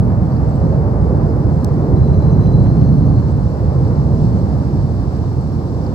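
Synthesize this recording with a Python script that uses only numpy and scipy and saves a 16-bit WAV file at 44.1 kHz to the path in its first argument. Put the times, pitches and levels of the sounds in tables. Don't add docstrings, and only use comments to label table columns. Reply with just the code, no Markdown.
import sys
import numpy as np
from scipy import signal
from scipy.fft import rfft, irfft
from scipy.io import wavfile
from scipy.ndimage import uniform_filter1d

SR = 44100
rng = np.random.default_rng(int(sys.argv[2]) if len(sys.argv) > 2 else 0)


def to_wav(sig):
    pcm = np.clip(np.atleast_2d(sig), -1, 1) * 32767
    pcm = np.round(pcm).astype(np.int16)
    wavfile.write(sys.argv[1], SR, pcm.T)


N = 261954
TIME = np.arange(N) / SR
FREQ = np.maximum(np.arange(N // 2 + 1) * SR / N, 1)
ROAR_STEADY_S, WHISTLE_PEAKEDNESS = .11, .45


def undb(db):
    return 10 ** (np.asarray(db) / 20)


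def place(pan_db):
    return undb(np.array([[pan_db], [-pan_db]]) / 2)


def across(points):
    hz, value = np.transpose(points)
    return np.interp(np.log(FREQ), np.log(hz), value)


def arch(start_s, length_s, peakedness):
    along = np.clip((TIME - start_s) / length_s, 0, 1)
    return (1 - (2 * along - 1) ** 2) ** peakedness


def swell(start_s, attack_s, hold_s, release_s):
    return np.interp(TIME, start_s + np.cumsum([0, attack_s, hold_s, release_s]), [0, 1, 1, 0])


def walk(per_s):
    size = int(SR / per_s)
    steps = np.repeat(rng.standard_normal(N // size + 1), size)
    smooth = uniform_filter1d(uniform_filter1d(steps, size), size)[:N]
    return smooth / smooth.std()


def white():
    return rfft(rng.standard_normal(N))


def band(hz, width_hz):
    return 1 / (1 + (2 * (FREQ - hz) / width_hz) ** 4)


def narrow(hz, width_hz):
    noise = irfft(white() * band(hz, width_hz), N)
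    return noise / noise.std()


def field(colour, hold_s):
    # freq_hz, coherence (0-1)
    likeness = [(40, .995), (250, .99), (400, .88), (560, .5), (700, .72), (860, .73), (1400, .3),
                (2400, .2), (4300, .45), (7000, .12)]
    # freq_hz, phase_rad
    phase_lead = [(45, 0.84), (130, 0.72), (350, 0.26), (520, 0.046), (700, 1.4), (1080, 0.82), (1750, 3.4),
                  (2400, 5.4), (2850, 9.4), (4570, 12.6), (6460, 18.6)]
    # freq_hz, pan_db
    balance = [(50, -7), (130, -2), (400, -4), (650, 1), (1100, 2), (1900, -3), (3000, 3), (4200, -6),
               (5200, -11), (6500, 2), (7700, 7), (9000, -2), (14000, -6)]
    alike, lead, pan = across(likeness), across(phase_lead), undb(across(balance) / 2)
    shared = white() * np.sqrt(alike)
    left = (shared + white() * np.sqrt(1 - alike)) * pan * np.exp(1j * lead)
    right = (shared + white() * np.sqrt(1 - alike)) / pan
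    mono_gain = np.sqrt(pan ** 2 + pan ** -2 + 2 * alike * np.cos(lead))
    pair = irfft(np.array([left, right]) * colour / mono_gain, N)
    return pair / np.sqrt(uniform_filter1d(pair.mean(0) ** 2, int(hold_s * SR)))


def self_noise(level_db):
    return undb(level_db) * rng.standard_normal((2, N))


def grass(start_db, rise_db, build_s):
    # freq_hz, relative_db
    colour = [(1500, -14.5), (2600, -6.5), (3300, -8), (4300, 1.5), (5200, 0), (6000, -6), (6900, -9),
              (8000, -8), (9000, -18), (10500, -20.5), (13500, -23), (15700, -27.5)]
    # start_s, length_s, lift_db, pan_db
    puffs = [(.2, 0.6, 2, .5), (1.48, .16, 2.2, 2.5), (4.12, 0.18, 1.5, .5), (4.3, .6, 0.6, 0)]
    breeze_db = start_db + rise_db * np.minimum(TIME / build_s, 1)
    puff_db = sum((lift_db + np.array([[pan_db], [-pan_db]]) / 2) * arch(s, length_s, peakedness=.5)
                  for s, length_s, lift_db, pan_db in puffs)
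    return field(undb(across(colour)), hold_s=.27) * undb(breeze_db + puff_db + .5 * walk(30))


def blade_ticks(per_s, spread_db, level_db, decay_s, low_cut_hz):
    touches = rng.random((2, N)) < per_s / SR
    strength = undb(spread_db * np.minimum(rng.exponential(size=(2, N)), 3))
    envelope = signal.lfilter([1], [1, -np.exp(-1 / (decay_s * SR))], touches * strength)
    ticks = envelope * rng.standard_normal((2, N))
    return undb(level_db) * irfft(rfft(ticks) / (1 + (low_cut_hz / FREQ) ** 4), N)


def ringing_ticks():
    # start_s, level_db, centre_hz, width_hz, decay_s, pan_db
    ticks = [(.319, -52, 4750, 1100, .0025, -13), (.363, -53, 4650, 1000, .003, -8),
             (.488, -59.5, 7900, 350, .004, 0), (.553, -59, 7900, 400, .004, -3),
             (3.306, -61, 7950, 600, .007, 1), (5.412, -54, 8100, 2200, .0012, 4),
             (5.527, -57, 5500, 300, .004, -4), (5.839, -51, 5100, 1200, .003, -10),
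             (5.863, -49.5, 4900, 1400, .0025, -11)]
    mix = np.zeros((2, N))
    for start_s, level_db, centre_hz, width_hz, decay_s, pan_db in ticks:
        age = np.maximum(TIME - start_s, 0) / decay_s
        envelope = age * np.exp(1 - age)
        mix += undb(level_db) * envelope * narrow(centre_hz, width_hz) * place(pan_db)
    return mix


def whistles(flutter_db):
    # start_s, length_s, pitch_hz, glide_hz_per_s, level_db, waver_hz, pan_db
    tones = [(.95, .85, 5065, 12, -73, 10, -1), (1.15, .22, 5085, 0, -69.5, 6, -1),
             (1.95, .43, 4010, 220, -66, 45, -6), (2.39, .38, 3975, 450, -63.5, 30, -6)]
    mix = np.zeros((2, N))
    for start_s, length_s, pitch_hz, glide_hz_per_s, level_db, waver_hz, pan_db in tones:
        hz = pitch_hz + glide_hz_per_s * (TIME - start_s) + waver_hz * walk(220)
        tone = np.sqrt(2) * np.sin(2 * np.pi * np.cumsum(hz) / SR)
        envelope = arch(start_s, length_s, WHISTLE_PEAKEDNESS)
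        mix += tone * envelope * undb(level_db + flutter_db * walk(70)) * place(pan_db)
    return mix


def pips(length_s, glide_hz_per_s, pan_db):
    # middle_s, pitch_hz, level_db
    flares = [(1.968, 4000, -58), (2.048, 4040, -58), (2.075, 4070, -57), (2.225, 4060, -55),
              (2.302, 4080, -55), (2.42, 3995, -53), (2.479, 4015, -51.5), (2.502, 4015, -55),
              (2.545, 4040, -53), (2.585, 4060, -56), (2.61, 4090, -57), (2.648, 4050, -56),
              (2.875, 4280, -57), (3.192, 4285, -53)]
    mix = np.zeros(N)
    for middle_s, pitch_hz, level_db in flares:
        age = TIME - middle_s
        phase = 2 * np.pi * (pitch_hz * age + glide_hz_per_s * age ** 2 / 2 + rng.random())
        envelope = arch(middle_s - length_s / 2, length_s, peakedness=2.8)
        mix += np.sqrt(2) * np.sin(phase) * undb(level_db) * envelope
    return mix * place(pan_db)


def frayed_whistle(pan_db):
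    # start_s, length_s, pitch_hz, width_hz, level_db
    frays = [(1.95, .8, 4060, 190, -61), (2.6, .78, 4230, 340, -60)]
    return sum(narrow(hz, width_hz) * undb(db) * arch(s, length_s, WHISTLE_PEAKEDNESS)
               for s, length_s, hz, width_hz, db in frays) * place(pan_db)


def port_ring(modes):
    ring = sum(undb(db) / (1 + 1j * (FREQ - hz ** 2 / FREQ) / width_hz) for hz, width_hz, db in modes)
    passband = signal.butter(4, (3600, 14000), "band", analog=True)
    return ring * signal.freqs(*passband, FREQ)[1]


def click(start_s, strength_db, lag_s, pan_db, body_db, body_hz):
    # pitch_hz, width_hz, gain_db
    left_modes = [(4500, 800, -4), (8030, 450, -.5), (9600, 600, -9), (11800, 2000, -11)]
    right_modes = [(4500, 750, -2), (5700, 490, 7), (12500, 1200, -18)]
    impulse = undb(strength_db) * np.exp(-2j * np.pi * FREQ * start_s)
    body = undb(body_db) / (1 + 2j * (FREQ / body_hz - body_hz / FREQ)) ** 2
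    left = port_ring(left_modes) + body
    right = (port_ring(right_modes) + body) * np.exp(-2j * np.pi * FREQ * lag_s)
    return irfft(impulse * np.array([left, right]), N) * place(pan_db)


def fizz(pan_db):
    # middle_s, length_s, level_db
    spurts = [(1.79, .05, -73), (2.08, .03, -73), (2.155, .06, -67.5), (2.19, .02, -68), (2.27, .025, -70),
              (2.322, .06, -66), (2.42, .09, -68.5), (2.465, .04, -67), (2.525, .025, -68),
              (2.62, .06, -72), (2.69, .07, -70), (2.775, .025, -70), (2.86, .16, -70), (2.98, .04, -72),
              (3.04, .03, -70), (3.066, .025, -65), (3.2, .025, -67), (3.29, .05, -71), (3.46, .03, -72)]
    # centre_hz, width_hz, gain_db
    bands = [(12000, 600, 0), (6050, 450, 5.5)]
    envelope = sum(undb(db) * arch(s - length_s / 2, length_s, peakedness=.98)
                   for s, length_s, db in spurts)
    sizzle = sum(undb(db) * narrow(hz, width_hz) for hz, width_hz, db in bands)
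    return envelope * sizzle * place(pan_db)


def crackles(low_hz, slope_hz, high_hz, pan_db):
    # start_s, level_db
    snaps = [(2.0785, -39), (2.1437, -39.5), (2.3085, -42), (2.3415, -44), (2.4295, -42), (2.458, -37),
             (2.4596, -35.5), (2.472, -38.5), (2.6605, -43), (2.6695, -38), (2.672, -37.5), (2.7718, -35),
             (2.814, -40), (2.8205, -37), (2.823, -34), (2.828, -38), (2.87, -39.5), (3.067, -42),
             (3.201, -41), (3.286, -42)]
    colour = 1 / (1 - 1j * low_hz / FREQ) / (1 + 1j * FREQ / slope_hz) ** 2
    colour *= signal.freqs(*signal.butter(2, high_hz, analog=True), FREQ)[1]
    impulses = sum(undb(db) * np.exp(-2j * np.pi * FREQ * s) for s, db in snaps)
    return irfft(impulses * colour, N) / irfft(colour, N).max() * place(pan_db)


def echo(dry, lag_s, drift_s, echo_db):
    then = TIME - lag_s - drift_s * TIME / TIME[-1]
    late = np.array([np.interp(then, TIME, side) for side in dry])
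    return (dry + undb(echo_db) * late) / np.sqrt(1 + undb(2 * echo_db))


def eddies(low_hz, high_hz, hold_s):
    # freq_hz, relative_db
    colour = [(15, -33.5), (30, -25.5), (44, -16.5), (56, -5), (75, -0.5), (145, -1.5), (210, -8.5),
              (360, -15.5), (530, -20), (700, -25), (1170, -36.5), (1380, -43.5), (1700, -48),
              (2200, -57.5), (6000, -92.5)]
    share = 1 / np.sqrt((1 + (low_hz / FREQ) ** 12) * (1 + (FREQ / high_hz) ** 12))
    return field(undb(across(colour)) * share, hold_s)


def howls():
    # start_s, length_s, pitch_hz, width_hz, level_db
    tones = [(.72, .55, 1190, 140, -48), (1.7, .4, 280, 90, -28.5), (2.3, .8, 150, 40, -19),
             (2.65, .65, 270, 50, -27), (3.22, .18, 140, 40, -18), (3.58, .6, 265, 100, -29.5),
             (3.98, .45, 192, 45, -23), (4.55, .6, 150, 50, -25)]
    return sum(field(band(hz, width_hz), ROAR_STEADY_S) * undb(db) * arch(s, length_s, peakedness=.78)
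               for s, length_s, hz, width_hz, db in tones)


def rush(tearing_db, follow, fade_db_per_s):
    # time_s, lower_db, upper_db
    ride = [(0, -27.5, -29.5), (0.3, -31.5, -32), (.75, -29.5, -27), (1.1, -24.5, -27.5),
            (1.55, -29, -30.5), (1.85, -23.5, -28.5), (2.55, -28, -29), (3.0, -28, -31), (3.35, -30, -34.5),
            (3.75, -31.5, -29), (4.05, -29.5, -30.5), (4.5, -28, -30.5), (5.0, -30, -38.5),
            (5.5, -31, -36.5), (5.94, -29.5, -32)]
    time_s, *levels = np.transpose(ride)
    lower_db, upper_db = [np.interp(TIME, time_s, db) for db in levels]
    lower = eddies(277, 443, hold_s=.25) * undb(lower_db + .5 * walk(7.6))
    upper = eddies(421, 630, hold_s=.26) * undb(upper_db + .5 * walk(9.7))
    rush_db = (lower_db + upper_db) / 2
    motion_db = follow * (rush_db - rush_db.mean()) + .66 * walk(22)
    fade_db = fade_db_per_s * (TIME - TIME.mean())
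    tearing = eddies(706, 6000, hold_s=.15) * undb(tearing_db + motion_db - fade_db)
    return lower + upper + tearing


def roar(flutter_per_s, flutter_db):
    # low_hz, high_hz, start_db, fade_db_per_s, swell_share, swell_power, late_s
    sizes = [(18, 97.3, -17, 0.85, 0.49, 0.82, 0), (110.2, 154, -16, 1.3, 0.9, 0.77, 0.012),
             (162.6, 287, -19.5, 1.0, 0.79, 3.8, 0.26)]
    # start_s, attack_s, hold_s, release_s, rise_db
    swells = [(1.84, .24, 1.04, .5, 7.3), (3.56, .2, .62, .92, 5.7)]
    # start_s, length_s, rise_db
    throbs = [(.88, .36, 2.5), (1.89, .15, 3.5), (2.25, .15, 2), (3.38, .12, 4), (3.61, .14, 3)]
    lull_db = -3.6 * arch(start_s=3.46, length_s=.18, peakedness=1)
    layers = []
    for low_hz, high_hz, start_db, fade_db_per_s, swell_share, swell_power, late_s in sizes:
        swell_db = sum(rise_db * swell(s + late_s, attack_s, hold_s - late_s, release_s) ** swell_power
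                       for s, attack_s, hold_s, release_s, rise_db in swells)
        level_db = start_db - fade_db_per_s * TIME + swell_share * swell_db + lull_db
        level_db += flutter_db * walk(flutter_per_s)
        layers.append(eddies(low_hz, high_hz, ROAR_STEADY_S) * undb(level_db))
    rumble, low_roar, high_roar = layers
    throb_db = sum(rise_db * arch(s, length_s, peakedness=.78) for s, length_s, rise_db in throbs)
    return rumble * undb(throb_db) + low_roar + high_roar


def jet():
    lows = roar(flutter_per_s=12, flutter_db=.95)
    mids = rush(tearing_db=-35.5, follow=.29, fade_db_per_s=.5)
    return lows + echo(mids, lag_s=.022, drift_s=.0015, echo_db=-14.5) + howls()


def scene():
    verge = grass(start_db=-59.5, rise_db=5, build_s=4.2)
    verge += blade_ticks(per_s=25, spread_db=4, level_db=-66, decay_s=.003, low_cut_hz=3500)
    far = whistles(flutter_db=3.6) + pips(length_s=.036, glide_hz_per_s=3000, pan_db=-6)
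    far += frayed_whistle(pan_db=-5.5)
    near = ringing_ticks() + fizz(pan_db=-2.5)
    near += crackles(low_hz=1000, slope_hz=2400, high_hz=5500, pan_db=-18)
    near += click(start_s=1.6461, strength_db=-.5, lag_s=.00026, pan_db=6, body_db=-15, body_hz=2000)
    return verge + far + near + jet() + self_noise(level_db=-62.5)


def record(dry):
    ceiling, knee, top_hz = .89, 6, 15750
    rounded = dry / (1 + np.abs(dry / ceiling) ** knee) ** (1 / knee)
    return signal.sosfilt(signal.ellip(8, .1, 70, top_hz, fs=SR, output="sos"), rounded)


dry = scene()
out = record(dry)
to_wav(out)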